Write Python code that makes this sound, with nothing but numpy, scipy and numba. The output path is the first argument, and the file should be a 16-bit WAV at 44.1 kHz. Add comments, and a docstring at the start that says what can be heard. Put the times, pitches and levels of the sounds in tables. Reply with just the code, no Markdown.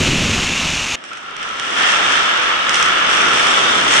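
"""Small wooden planks clatter down as towers of them collapse, in two scenes.
Each plank clicks, rings at its own pitch and bounces. First, close and in mono, planks pour onto
a heap whose rumble dies away. Then the sound jumps to a domed stone hall, in stereo: a few planks
fall and the trickle swells to a roar, with dull thuds, hollow knocks and a faint drone beneath.
Some planks land right beside the two microphones."""
import sys
import numpy as np
from scipy import signal
from scipy.fft import rfft, irfft
from scipy.io import wavfile
from scipy.ndimage import uniform_filter1d
from numba import njit

SR = 44100
rng = np.random.default_rng(int(sys.argv[2]) if len(sys.argv) > 2 else 0)


def digitize_waveform(pressure):
    """Quantize a signal to 16-bit integers and store it at the path in sys.argv[1].

    Rows of a 2-D input are taken as channels; values are limited to [-1, 1].
    """
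    field = np.atleast_2d(pressure).T
    bounded = np.clip(field, -1, 1)
    quanta = np.round(bounded * 32767).astype(np.int16)
    wavfile.write(sys.argv[1], SR, quanta)


N = 176400
MIC_LAG_S = .00095  # time sound takes from one microphone to the other

# The tones a plank rings with in the hall (pitch [Hz], level [dB], time to fade by 60 dB [s])
PLANK_TONES = [(1334, -1.5, 0.047), (1714, 0, 0.025), (2250, -5.5, 0.032), (2840, -1.5, 0.036),
               (3362, -5.5, 0.023), (5670, -17.5, 0.011)]
# The click of wood on wood, from bass to treble (frequency [Hz], level [dB])
PLANK_CLICK = [(60, -31), (200, -7.5), (450, 0.5), (750, 2), (1100, 6), (2000, -3.5), (3500, -7),
               (4200, -7), (6500, -14), (10000, -42.5)]
# How the roar swells (time [s], level [dB])
ROAR_LOUDNESS = [(.96, -34), (1.105, -32), (1.12, -28.5), (1.22, -30.5), (1.35, -29), (1.42, -22.5),
                 (1.52, -24), (1.59, -22.5), (1.64, -20.5), (1.75, -18.5), (1.8, -12), (1.93, -11.5),
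                 (2.13, -12), (2.42, -13.5), (2.5, -12.5), (2.62, -14), (2.82, -14), (2.92, -12.5),
                 (3.2, -12.5), (3.75, -13.5), (4, -13.5)]
def roar():
    """Plank hits plank so often that the clicks blur into a roar."""
    hits = shower(PLANK_TONES, PLANK_CLICK, count=3600, click_db=-2.5, detune=.062, vary_db=4.5, pan_db=3)
    return unit(echo(hits, echo_db=-3.5)) * undb(-2.5) * fader(ROAR_LOUDNESS)


# The tones of a plank falling on the pile (pitch [Hz], level [dB], fade time [s])
RAIN_TONES = [(1194, -14.5, 0.019), (3120, -5, 0.028), (3470, -4.5, 0.1)]
# How the rain of planks grows (time [s], level [dB])
RAIN_LOUDNESS = [(.96, -57), (1.6, -30.5), (1.85, -25), (2.15, -19), (2.6, -26), (3.05, -22), (3.3, -21),
                 (3.75, -14), (3.86, -20), (4, -15)]
def plank_rain():
    """Planks rain from the top of the tower onto the pile and ring brightly."""
    hits = shower(RAIN_TONES, PLANK_CLICK, count=2400, click_db=-3, detune=.0367, vary_db=3.5)
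    return unit(echo(hits, echo_db=-3.5)) * undb(-2.5) * fader(RAIN_LOUDNESS)


# The tones of a plank hitting the floor end first (pitch [Hz], level [dB], fade time [s])
FLOOR_TONES = [(1436, 0.5, 0.024), (1813, -2.5, 0.0076), (3264, -2, 0.014), (5366, -3, .013),
               (6110, -6.5, .01), (7450, -11.5, 0.014)]
# The click of wood on stone (frequency [Hz], level [dB])
FLOOR_CLICK = [(100, -18.5), (700, -6), (1500, 9.5), (3500, 4.5), (4400, 2), (6000, -4.5), (7000, 2.5),
               (9000, -3.5), (10000, -10.5)]
# How the floor clatter comes in bursts (time [s], level [dB])
FLOOR_LOUDNESS = [(.96, -46), (1.03, -47), (1.05, -37.5), (1.35, -45), (1.44, -34.5), (1.55, -36.5),
                  (1.74, -26.5), (1.8, -21.5), (1.93, -19.5), (2, -24.5), (2.14, -21), (2.42, -27),
                  (2.5, -27), (2.66, -30.5), (2.77, -18.5), (2.83, -20.5), (2.9, -26), (3.06, -26.5),
                  (3.12, -19), (3.3, -23), (3.37, -19), (3.47, -19.5), (3.88, -20.5), (3.95, -15), (4, -17)]
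def floor_clatter():
    """Planks hit the hard stone floor with sharp clicks, far to the left and right."""
    hits = shower(FLOOR_TONES, FLOOR_CLICK, count=1500, click_db=3, detune=.0533, vary_db=5, pan_db=14)
    return unit(echo(hits, echo_db=.5)) * undb(1.1) * fader(FLOOR_LOUDNESS)


# Single planks landing close by (time [s], relative level [dB], left minus right [dB])
NEAR_LANDINGS = [(1.0393, -26.5, -4), (1.1328, -27, -8), (1.1717, -29, -1), (1.309, -34, 6),
                 (1.3656, -24, -6), (1.4286, -24, -10), (1.4886, -27, 7), (1.5693, -30, 1),
                 (1.5972, -17.5, -9), (1.6279, -29, 9), (2.6937, -11.5, -11), (2.7436, -11, -10),
                 (2.7556, -11, 1), (2.827, -9.5, -8), (2.8576, -16, 1), (3.9376, -12, -8)]
def near_landings(slap_s=.0009, slap_db=-2, slaps=3):
    """A nearby plank hits with one end, then chatters down flat in quick, ever softer slaps."""
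    when, db, pan_db = np.array(NEAR_LANDINGS).T
    gains = undb(10 + db + np.array([pan_db, -pan_db]) / 2)
    chance = rng.standard_normal((len(when), len(FLOOR_TONES) + 1))
    gap = slap_s * np.exp(.3 * chance[:, 0])
    pitch_shifts = np.tile(.032 * chance[:, 1:], (slaps, 1))
    times = np.concatenate([when + gap * k ** 1.6 for k in range(slaps)])
    sizes = np.hstack([undb(k * slap_db) * gains for k in range(slaps)])
    hits = strike(np.tile(times, (2, 1)), sizes, pitch_shifts, FLOOR_TONES, FLOOR_CLICK, click_db=3.5)
    return echo(hits, echo_db=-3)


# The tones of a plank on the close heap (pitch [Hz], level [dB], fade time [s])
HEAP_TONES = [(1400, -18.5, 0.014), (2310, -5, 0.039), (2760, -3, 0.033), (3380, -4, 0.017),
              (4270, -16, 0.028), (5550, -7.5, 0.017), (6580, -9, 0.026)]
# Its bright click and its low thud (frequency [Hz], level [dB])
HEAP_CLICK = [(100, -6), (400, -4), (700, -2), (1300, 0.5), (2000, 3.5), (4500, -5), (7000, -8.5),
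              (8200, -10), (9800, -19.5), (10900, -21), (12000, -27), (13200, -36), (15000, -38)]
HEAP_THUD = [(20, -4), (45, -3), (80, 0), (150, 1), (250, -0.5), (340, -7), (600, -14.5), (1500, -48.5)]
# How the pouring holds steady while the rumble dies away (time [s], level [dB])
POUR_LOUDNESS = [(0, -16.5), (.15, -18), (.27, -18.5), (.35, -18), (.48, -18.5), (.75, -19.5), (.88, -21.5),
                 (.94, -20.5)]
RUMBLE_LOUDNESS = [(0.0, -19.5), (0.046, -19), (0.334, -24), (0.614, -32), (0.658, -29.5), (0.94, -37.5)]
def heap():
    """Close and in mono: planks pour onto a heap, which rumbles as it settles."""
    hits = shower(HEAP_TONES, HEAP_CLICK, count=8000, detune=.067, vary_db=2.5, pan_db=2.5)
    rumble = shower([], HEAP_THUD, count=2500, vary_db=1.5)[0]
    clatter = unit(echo(hits, echo_db=-8.5)[0])
    return clatter * fader(POUR_LOUDNESS) + rumble * undb(2) * fader(RUMBLE_LOUDNESS)


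# How the knocking comes in spurts (time [s], level [dB])
KNOCK_LOUDNESS = [(1.105, -55), (1.115, -23), (1.15, -35), (1.23, -33), (1.28, -30), (1.36, -34),
                  (1.4, -27), (1.45, -26), (1.53, -26), (1.75, -29), (2.05, -18.5), (2.3, -25.5),
                  (2.82, -18), (3.1, -17), (4, -22)]
def knocking():
    """Gentle hits ring only a plank's lowest tone: a hollow knock with hardly any click."""
    hits = shower(PLANK_TONES[:1], PLANK_CLICK, count=700, click_db=-16, detune=.037, vary_db=5, pan_db=7)
    return unit(echo(hits, echo_db=-3)) * undb(-4.5) * fader(KNOCK_LOUDNESS)


# A dull thud in the hall (frequency [Hz], level [dB])
DULL_THUD = [(20, -21), (45, -22), (70, -18), (110, -4.5), (200, -1), (330, 2), (480, 2.5), (800, 4.5),
             (2000, -37.5)]
# How the thuds build up (time [s], level [dB])
THUD_LOUDNESS = [(.96, -40.5), (1.45, -41), (1.52, -37.5), (1.72, -31), (1.82, -31), (2.08, -28.5),
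                 (2.35, -39.5), (2.75, -31), (2.95, -33), (3.2, -23.5), (3.55, -24.5), (4, -23.5)]
def thuds():
    """The falling wood lands with low thuds that do not ring."""
    hits = shower([], DULL_THUD, count=1500, vary_db=3.5, pan_db=5)
    return unit(echo(hits, echo_db=0)) * undb(-2.5) * fader(THUD_LOUDNESS)


# The drone is nearly all deep bass (frequency [Hz], level [dB])
DRONE_COLOUR = [(20, -11), (36, -12), (46, 8), (56, -3), (90, -17), (300, -64)]
# How it rises and falls (time [s], level [dB])
DRONE_LOUDNESS = [(1.05, -91), (1.2, -68), (1.95, -64), (2.08, -50), (2.33, -60), (2.45, -54), (3, -51),
                  (3.1, -67), (3.7, -66), (3.9, -49)]
def drone():
    """A faint, deep noise swells and ebbs under the roar."""
    return unit(colour(rng.standard_normal((1, N)), DRONE_COLOUR)) * fader(DRONE_LOUDNESS)


def shower(tones, click, count, vary_db, click_db=0, detune=0, pan_db=0, bounce_s=.04, bounce_db=-2):
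    """Planks land at random times and places; each bounces twice, sooner and softer the second time."""
    when, place, height = rng.random((count, 3)).T
    chance = rng.standard_normal((count, len(tones) + 2))
    bounce = np.arange(3)[:, None]  # 0 is the first landing
    delay = bounce_s * (.5 + height) * np.log2(1 + bounce)
    times = ((when * N / SR + delay) % (N / SR)).ravel()
    hit_db = vary_db * np.minimum(chance[:, 1], 2) + bounce_db * bounce
    sizes = (np.sign(chance[:, 0]) * undb(hit_db)).ravel()
    pitch_shifts = detune * np.tile(np.clip(chance[:, 2:], -2, 2), (3, 1))
    # the nearer microphone hears a hit sooner and louder
    nearness = np.tile(place - .5, 3) * np.array([[1], [-1]])
    arrivals = times - MIC_LAG_S * nearness
    gains = sizes * undb(pan_db * nearness)
    return unit(strike(arrivals, gains, pitch_shifts, tones, click, click_db))


def strike(times, gains, pitch_shifts, tones, click, click_db):
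    """Each hit makes a click and sets its plank's tones ringing."""
    start = np.clip(times * SR, 0, N - 1).astype(np.int64)
    taps = np.array([np.bincount(s, g, N) for s, g in zip(start, gains)])
    out = undb(click_db) * colour(taps, click)
    for k, (hz, db, fade_s) in enumerate(tones):
        step = 2 * np.pi * hz * np.exp(pitch_shifts[:, k]) / SR
        decay = np.log(1000) / (fade_s * SR)
        out += (-1) ** k * undb(db) * ring(start, gains, step, decay, N)
    return out


@njit
def ring(start, gains, step, decay, length):
    """Struck wood vibrates: one fading sine wave per hit, heard at both microphones."""
    out = np.zeros((2, length))
    for k in range(len(step)):
        turn = np.exp(complex(-decay, step[k]))  # moves the wave on one sample and shrinks it
        wave = complex(2 * np.sqrt(decay), 0)
        for i in range(min(int(5.5 / decay), length - max(start[0, k], start[1, k]))):
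            out[0, start[0, k] + i] += gains[0, k] * wave.imag
            out[1, start[1, k] + i] += gains[1, k] * wave.imag
            wave *= turn
    return out


def echo(x, echo_db, bass_fade_s=1.7, treble_fade_s=.97, delay_s=.008):
    """Stone walls add a wash of echo: the treble dies first, the bass is alike at both microphones."""
    t, hz = np.arange(N // 2) / SR, np.fft.rfftfreq(N // 2, 1 / SR)
    mid, side = rfft(rng.standard_normal((2, N // 2)))
    alike = np.sinc(2 * hz * MIC_LAG_S)
    wash = mid * np.sqrt(1 + alike) + side * np.sqrt(1 - alike) * np.array([[1], [-1]])
    bass_share = 1 / (1 + (hz / 3500) ** 2)
    bass = irfft(wash * bass_share) * undb(-60 * t / bass_fade_s)
    treble = irfft(wash * (1 - bass_share)) * undb(-60 * t / treble_fade_s)
    tail = (bass + treble) * (t > delay_s)
    return x + undb(echo_db) * signal.fftconvolve(x[:1], tail / np.linalg.norm(tail[0]), axes=1)[:, :N]


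def colour(x, points, size=4096):
    """Shape bass and treble to follow (frequency [Hz], level [dB]) points."""
    hz, db = np.array(points).T
    gain = undb(np.interp(np.log(np.fft.rfftfreq(size, 1 / SR) + 1), np.log(hz), db))
    one_sided = irfft(np.log(gain))[:size // 2]  # so nothing sounds before its hit
    response = irfft(np.exp(2 * rfft(one_sided, size)))
    return signal.oaconvolve(x, response[None] / np.linalg.norm(response), axes=1)[:, :N]


def undb(db):
    """Turn decibels into a volume factor."""
    return 10 ** (np.asarray(db) / 20)


def unit(x):
    """Scale a sound to an average (rms) level of 1."""
    return x / np.sqrt(np.mean(x ** 2))


def fader(curve):
    """A volume that glides through (time [s], level [dB]) points."""
    return undb(np.interp(np.arange(N) / SR, *np.array(curve).T))


def lowpass(x, hz):
    """Cut the treble steeply above hz."""
    return signal.sosfilt(signal.ellip(10, .2, 70, hz, fs=SR, output="sos"), x)


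def scene(switch_s=.956):
    """The close heap, then a sudden switch to the hall, with clipped peaks and less treble."""
    lean_right = undb([[-.25], [.25]])
    clatter = (roar() + plank_rain() + floor_clatter()) * lean_right
    hall = clatter + near_landings() + knocking() + thuds() + drone()
    hall = lowpass(np.clip(hall, -.9, .9), hz=10000)
    on_heap = uniform_filter1d(1. * (np.arange(N) / SR < switch_s), size=64)
    return on_heap * heap() + (1 - on_heap) * hall


def record(dry):
    """Remove the very highest treble."""
    return lowpass(dry, hz=14500)


dry = scene()
out = record(dry)
digitize_waveform(out)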